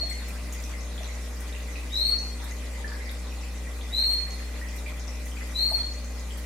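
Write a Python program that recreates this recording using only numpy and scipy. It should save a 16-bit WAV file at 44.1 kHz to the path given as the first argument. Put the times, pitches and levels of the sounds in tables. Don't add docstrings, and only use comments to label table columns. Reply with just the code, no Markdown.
import sys
import numpy as np
from scipy import signal
from scipy.fft import rfft, irfft
from scipy.io import wavfile
from scipy.ndimage import uniform_filter1d, map_coordinates

SR = 44100
rng = np.random.default_rng(int(sys.argv[2]) if len(sys.argv) > 2 else 0)


def volts(x):
    e = np.asarray(x, float) / 20
    return 10 ** e


def store_wav(level_fs):
    pcm = np.round(np.clip(np.atleast_2d(level_fs), -1, 1) * 32767)
    wavfile.write(sys.argv[1], SR, pcm.T.astype(np.int16))


N = 284445


def unit(x):
    return x / np.sqrt(np.mean(x ** 2) + 1e-20)


def along(points, hz):
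    f, v = np.transpose(points)
    return np.interp(np.log(hz + 1), np.log(f + 1), v)


def wobble(rate):
    knots = rng.standard_normal(int(N * rate / SR) + 4)
    return map_coordinates(knots, [np.arange(N) * rate / SR])


def pan(left_over_right_db):
    return volts([[left_over_right_db / 2], [-left_over_right_db / 2]])


# frequency in Hz, time to fall by 60 dB in seconds.
ECHO_TIMES = [(500, 0.099), (2000, 0.43), (4300, 0.51), (6000, 0.32), (8500, 0.33), (13000, 0.16)]


def echoes(x, build, far_db=-60):
    far_longer = 1.65
    hz, t, z = signal.stft(rng.standard_normal((2, SR * 3 // 4)), SR, nperseg=1024)
    even = z / np.abs(z)
    fade_db = -60 * t / along(ECHO_TIMES, hz)[:, None]
    fade = np.hypot(volts(fade_db), volts(far_db + fade_db / far_longer))
    tail = signal.istft(even * fade, SR, nperseg=1024)[1]
    tail = tail * (1 - np.exp(-np.arange(tail.shape[1]) / SR / build))
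    return signal.oaconvolve(np.atleast_2d(x), tail / np.linalg.norm(tail[0]), axes=1)


# delay in seconds, level in dB.
WALL_ECHOES = [(.011, -6), (.025, -7), (.055, -6), (.076, -5)]


def in_yard(parts, wet_db):
    direct = sum(parts)
    walls = np.zeros_like(direct)
    for delay, db in WALL_ECHOES:
        for side, stretch in enumerate((1, 1.04)):
            walls[side] += volts(db) * np.roll(direct[side], round(delay * SR * stretch))
    tail = sum(echoes(part, build=0.00077)[:, :N] for part in parts)
    return direct + walls + volts(wet_db) * tail


# multiple of the mains frequency, rms level in dB.
PUMP_TONES = [(1, -33.5), (2, -62), (3, -54.5), (4, -53.5), (5, -57.5), (6, -74.5), (7, -63.5), (8, -59.5),
              (9, -62), (10, -59), (11, -85), (12, -111), (13, -66.5), (14, -84), (18, -67), (20, -68),
              (30, -89), (32, -62.5), (33, -68), (34, -63), (35, -82), (39, -64.5), (41, -68)]


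def pump():
    mains_hz = 60.02
    t = np.arange(N) / SR
    hum = np.zeros(N)
    for k, db in PUMP_TONES:
        shake = .012 if k < 2 else .2
        start = rng.uniform(0, 2 * np.pi) if k > 1 else 4.0
        strength = np.sqrt(2) * volts(db) * (1 + shake * wobble(9))
        hum += strength * np.sin(2 * np.pi * round(k) * mains_hz * t + start + shake * wobble(9))
    return hum * pan(1.1)


# frequency in Hz, likeness from -1 to 1.
SIDES_ALIKE = [(60, 0.37), (150, 0.71), (380, 0.78), (950, 0.7), (2380, 0.29), (5980, 0.16), (15000, -0.7)]


def rush(spectrum, patchy_db):
    z = signal.stft(rng.standard_normal((2, N)), nperseg=512)[2]
    field = uniform_filter1d(rng.standard_normal(z.shape[1:]), size=8, axis=0)
    field = uniform_filter1d(field, size=7, axis=1)
    pair = signal.istft(z * volts(patchy_db * unit(field)), nperseg=512)[1][:, :N]
    hz = np.fft.rfftfreq(N, 1 / SR)
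    turn = np.arccos(np.clip(along(SIDES_ALIKE, hz), -1, 1)) / 2
    shaped = rfft(pair) * volts(along(spectrum, hz))
    mid, side = irfft(shaped * [np.cos(turn), np.sin(turn)], N)
    return unit(np.array([mid + side, mid - side]))


# time in seconds, flow in dB.
WATER_FLOW = [(0.0, -53), (0.2, -51.5), (1.76, -52), (2.12, -51), (2.91, -52), (3.03, -52.5), (3.56, -52.5),
              (4.08, -51), (5.06, -53), (5.64, -51), (6.09, -54), (6.45, -51.5)]
# frequency in Hz, level in dB per Hz.
RUMBLE_COLOUR = [(15, -43), (25, -18), (70, -15.5), (91, -15), (114, -15), (240, -15.5), (346, -19),
                 (604, -19), (670, -22.5), (1600, -30.5), (2080, -44), (3520, -120)]
GURGLE_COLOUR = [(1100, -18.5), (1500, -19), (1850, -8.5), (2020, 3.5), (2200, -8), (2430, 0), (2700, -6),
                 (3200, -18.5)]
TRICKLE_COLOUR = [(2300, 2), (3000, -1.5), (3700, 0.5), (5000, -0.5), (6100, 0), (7200, -0.5), (8500, -6.5),
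                  (10000, -57)]
SPRAY_COLOUR = [(6500, -19), (8500, 1), (11000, 0), (13000, -3), (15000, -23), (16000, -18)]


def water():
    s, db = np.transpose(WATER_FLOW)
    flow_db = np.interp(np.arange(N) / SR, s, db)
    surge_db = flow_db - flow_db.mean()
    gurgle_db = -51.5 + .3 * surge_db + 1.3 * wobble(4.63) + 0.62 * wobble(12)
    gurgle = volts(gurgle_db) * rush(GURGLE_COLOUR, patchy_db=4.0)
    trickle_db = -47 + surge_db + 0.09 * wobble(17)
    trickle = volts(trickle_db) * rush(TRICKLE_COLOUR, patchy_db=3.0)
    spray_db = -53.5 + 1.6 * surge_db + 0.32 * wobble(6.2)
    spray = volts(spray_db) * rush(SPRAY_COLOUR, patchy_db=2.3)
    rumble = volts(-49.0) * rush(RUMBLE_COLOUR + [(2400, -71)], patchy_db=-0.5) * pan(.9)
    return gurgle + trickle + spray + rumble


# start in seconds, length to the final push in seconds,
# held level in dB, top pitch in Hz, rise in Hz.
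CALLS = [
    (-.25, 0.21, -30, 4334, 515),
    (1.907, 0.18, -28.5, 4396, 744),
    (3.909, 0.21, -27, 4330, 599),
    (5.531, 0.212, -28, 4355, 569),
]
# multiple of the pitch, level in dB against the whistle.
WHISTLE_OVERTONES = [(2, -22.5), (3, -23)]


def woodpecker():
    glide_hz_per_s, rise_shape, sag_hz_per_s = 10200, 1.4, 130
    attack_db, attack_s = -26, .018
    push_db, push_s = 4, 0.028
    release_db_per_s, release_s = 424, 0.031
    opens_db_per_khz = 12
    out = np.zeros((2, N + 3 * SR))
    for start, length, held_db, top_hz, rise_hz in CALLS:
        t = np.arange(0, length + release_s, 1 / SR)
        climb = np.exp(-(t * glide_hz_per_s / rise_hz) ** rise_shape)
        pitch = top_hz - rise_hz * climb - sag_hz_per_s * t
        effort_db = held_db + attack_db * np.exp(-(t / attack_s) ** 2)
        effort_db += push_db * np.exp(-((t - length) / push_s) ** 2)
        effort_db -= release_db_per_s * np.maximum(t - length, 0)
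        flutter = (.004 * wobble(220) + .005 * wobble(45))[:len(t)]
        phase = 2 * np.pi * np.cumsum(pitch * (1 + flutter)) / SR
        breath = 1 + .12 * wobble(700)[:len(t)]
        voice = np.sin(phase)
        closed_db = opens_db_per_khz * (top_hz - pitch) / 1000
        for k, under_db in WHISTLE_OVERTONES:
            voice += volts(under_db - closed_db / (k - 1) ** 2) * np.sin(k * phase)
        voice = np.sqrt(2) * volts(effort_db) * breath * voice
        heard = echoes(voice, build=0.011, far_db=-17.5)
        heard[:, :len(t)] += volts(-5) * voice
        out[:, round((start + 1) * SR):][:, :heard.shape[1]] += heard
    return out[:, SR:SR + N] * pan(2.6)


def ringing(rows, cycles):
    return [(*row, cycles) for row in rows]


def drops(rows, wet_db):
    parts = np.zeros((3, 2, N + SR))
    t = np.arange(SR // 6) / SR
    for k, (s, db, hz, pan_db, cycles) in enumerate(rows):
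        life = max(cycles, 4) / hz
        tone = np.sin(2 * np.pi * hz * t * (1 + 0.018 * t / life))
        ring = volts(db - 60 * t / life) * tone * (1 - np.exp(-t * hz / 0.99))
        parts[k % 3][:, round(s * SR):][:, :len(t)] += ring * pan(pan_db)
    return in_yard(parts[..., :N], wet_db)


# time in seconds, peak level in dB, pitch in Hz, left over right in dB.
LARGE_DROPS = [(0.1116, -29, 2080, 0), (0.7372, -33, 2020, 4), (1.0874, -34, 2100, -4),
               (1.6836, -35, 2020, -1), (1.7559, -30.5, 2480, -1), (2.7516, -35, 2030, 2),
               (2.8434, -28.5, 1730, 0), (2.9183, -32, 1660, 2), (3.0036, -33, 2060, -6),
               (3.0674, -33, 2010, -2), (3.4351, -38, 2530, -2), (3.6681, -36, 1930, -1),
               (4.2687, -36, 1930, 0), (4.4009, -38, 1880, -5), (4.6144, -30, 1900, 0),
               (4.8618, -30, 2340, -2), (4.9686, -38, 1960, 0.5), (5.3692, -35, 2420, 8),
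               (5.41, -32, 1980, 2)]
DEEP_DROPS = [
    (0.03, -34.5, 664, 0.3),
    (1.006, -36, 670, 1),
    (3.924, -42, 686, 1.5),
    (5.713, -30.5, 672, 2),
    (5.718, -34, 850, 2),
]
HOLLOW_DROPS = [
    (2.4, -46, 930, 0),
    (2.78, -49, 927, 0),
    (2.8, -50, 790, 0),
    (2.9, -49, 925, 0),
]


def large_drops():
    rows = ringing(LARGE_DROPS, 38) + ringing(DEEP_DROPS, 26) + ringing(HOLLOW_DROPS, 150)
    return drops(rows, wet_db=5.0)


def droplets(count):
    draw = rng.random((count, 4))
    size_db = -46 + 9 * draw[:, 1] ** 2
    hz = 3300 * 4.5 ** draw[:, 2]
    pan_db = 8 * (draw[:, 3] - .4)
    return list(zip(draw[:, 0] * N / SR, size_db, hz, pan_db, np.full(count, 18)))


# time in seconds, peak level in dB, pitch
# in Hz, left over right in dB.
SMALLER_DROPS = [(0.9787, -28, 3430, 1), (1.045, -30, 3900, 2), (1.5255, -31.5, 3670, 0),
                 (1.55, -32, 2780, -1), (2.4009, -33, 3440, 2), (3.093, -29, 3600, 4),
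                 (3.27, -33, 3740, 1.5), (3.8113, -29, 3490, 2), (5.3174, -33, 3040, 1),
                 (5.7926, -32, 3370, 3), (6.3066, -30.5, 3130, 2),
                 (0.099, -23.5, 8000, -4), (0.128, -30, 6230, 5), (0.5254, -23, 6650, 2),
               (0.639, -24.5, 5930, 0), (0.8077, -30.5, 6160, 4), (1.0325, -28, 5940, 2),
               (1.076, -30, 7060, 2.5), (1.9305, -30, 6230, 1.5), (1.954, -27, 5170, 0),
               (2.1884, -24.5, 6000, 1), (2.4197, -34, 5100, 3), (2.511, -28.5, 6430, 8),
               (2.8799, -29.5, 4800, 5), (3.057, -30, 4960, 5), (3.4126, -33, 5540, 7),
               (4.307, -27, 6330, 0), (4.687, -31.5, 5700, 2), (4.996, -29, 6400, 2.5),
               (5.0795, -25.5, 5570, 6), (5.2564, -33, 6300, 2.5), (5.937, -30, 6240, 3),
               (6.0454, -30.5, 6400, 6), (6.196, -31, 6600, -2)]


def small_drops():
    rows = ringing(SMALLER_DROPS, 28) + droplets(count=400)
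    return drops(rows, wet_db=1.5)


# time in seconds, peak level in dB, left over right in dB.
SPRAY_BURSTS = [(0.099, -34, -1.5), (0.279, -33, 0), (0.31, -43, 2), (0.5263, -32, -4), (0.6194, -36, 0.0),
                (1.4012, -35, 3), (1.6694, -50, -1.5), (2.4366, -34, -2.0), (3.1094, -35, 3),
                (4.7591, -34, 1), (4.783, -43, 1), (5.467, -39, 0), (4.8794, -40, -1.5), (5.255, -35, 2),
                (6.3724, -32.5, -1.0)]


def splashes():
    parts = np.zeros((2, 2, N + SR))
    t = np.arange(SR // 20) / SR
    bright = signal.butter(2, (8000, 14500), "band", fs=SR, output="sos")
    draw = rng.random((150, 3))
    crackle = [(u * N / SR, -55 + 9 * v ** 2, 6 * (w - .5)) for u, v, w in draw]
    for k, (s, db, pan_db) in enumerate(SPRAY_BURSTS + crackle):
        hiss = signal.sosfilt(bright, rng.standard_normal((2, len(t))))
        burst = volts(db - 3.5 - 60 * t / 0.031) * (1 - np.exp(-t / .002)) * hiss
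        parts[k % 2][:, round(s * SR):][:, :len(t)] += burst * pan(pan_db)
    return in_yard(parts[..., :N], wet_db=9)


def scene():
    return pump() + water() + woodpecker() + large_drops() + small_drops() + splashes()


def roll_off(x):
    return signal.sosfilt(signal.butter(12, 15730, fs=SR, output="sos"), x)


def record(dry):
    hz = np.fft.rfftfreq(N, 1 / SR)
    loudness = uniform_filter1d(np.mean(dry ** 2, axis=0), size=2500)

    def starved(from_level_db):
        return np.clip((loudness / volts(from_level_db) ** 2 - 1) * 3, 0, 1)

    top = starved(-27) * irfft(rfft(dry) * np.clip((hz - 13400) / 1200, 0, 1), N)
    over = starved(-24.5) * irfft(rfft(dry) * (hz > 4700) * (hz < 5200), N)
    return roll_off(dry - top - over)


dry = scene()
out = record(dry)
store_wav(out)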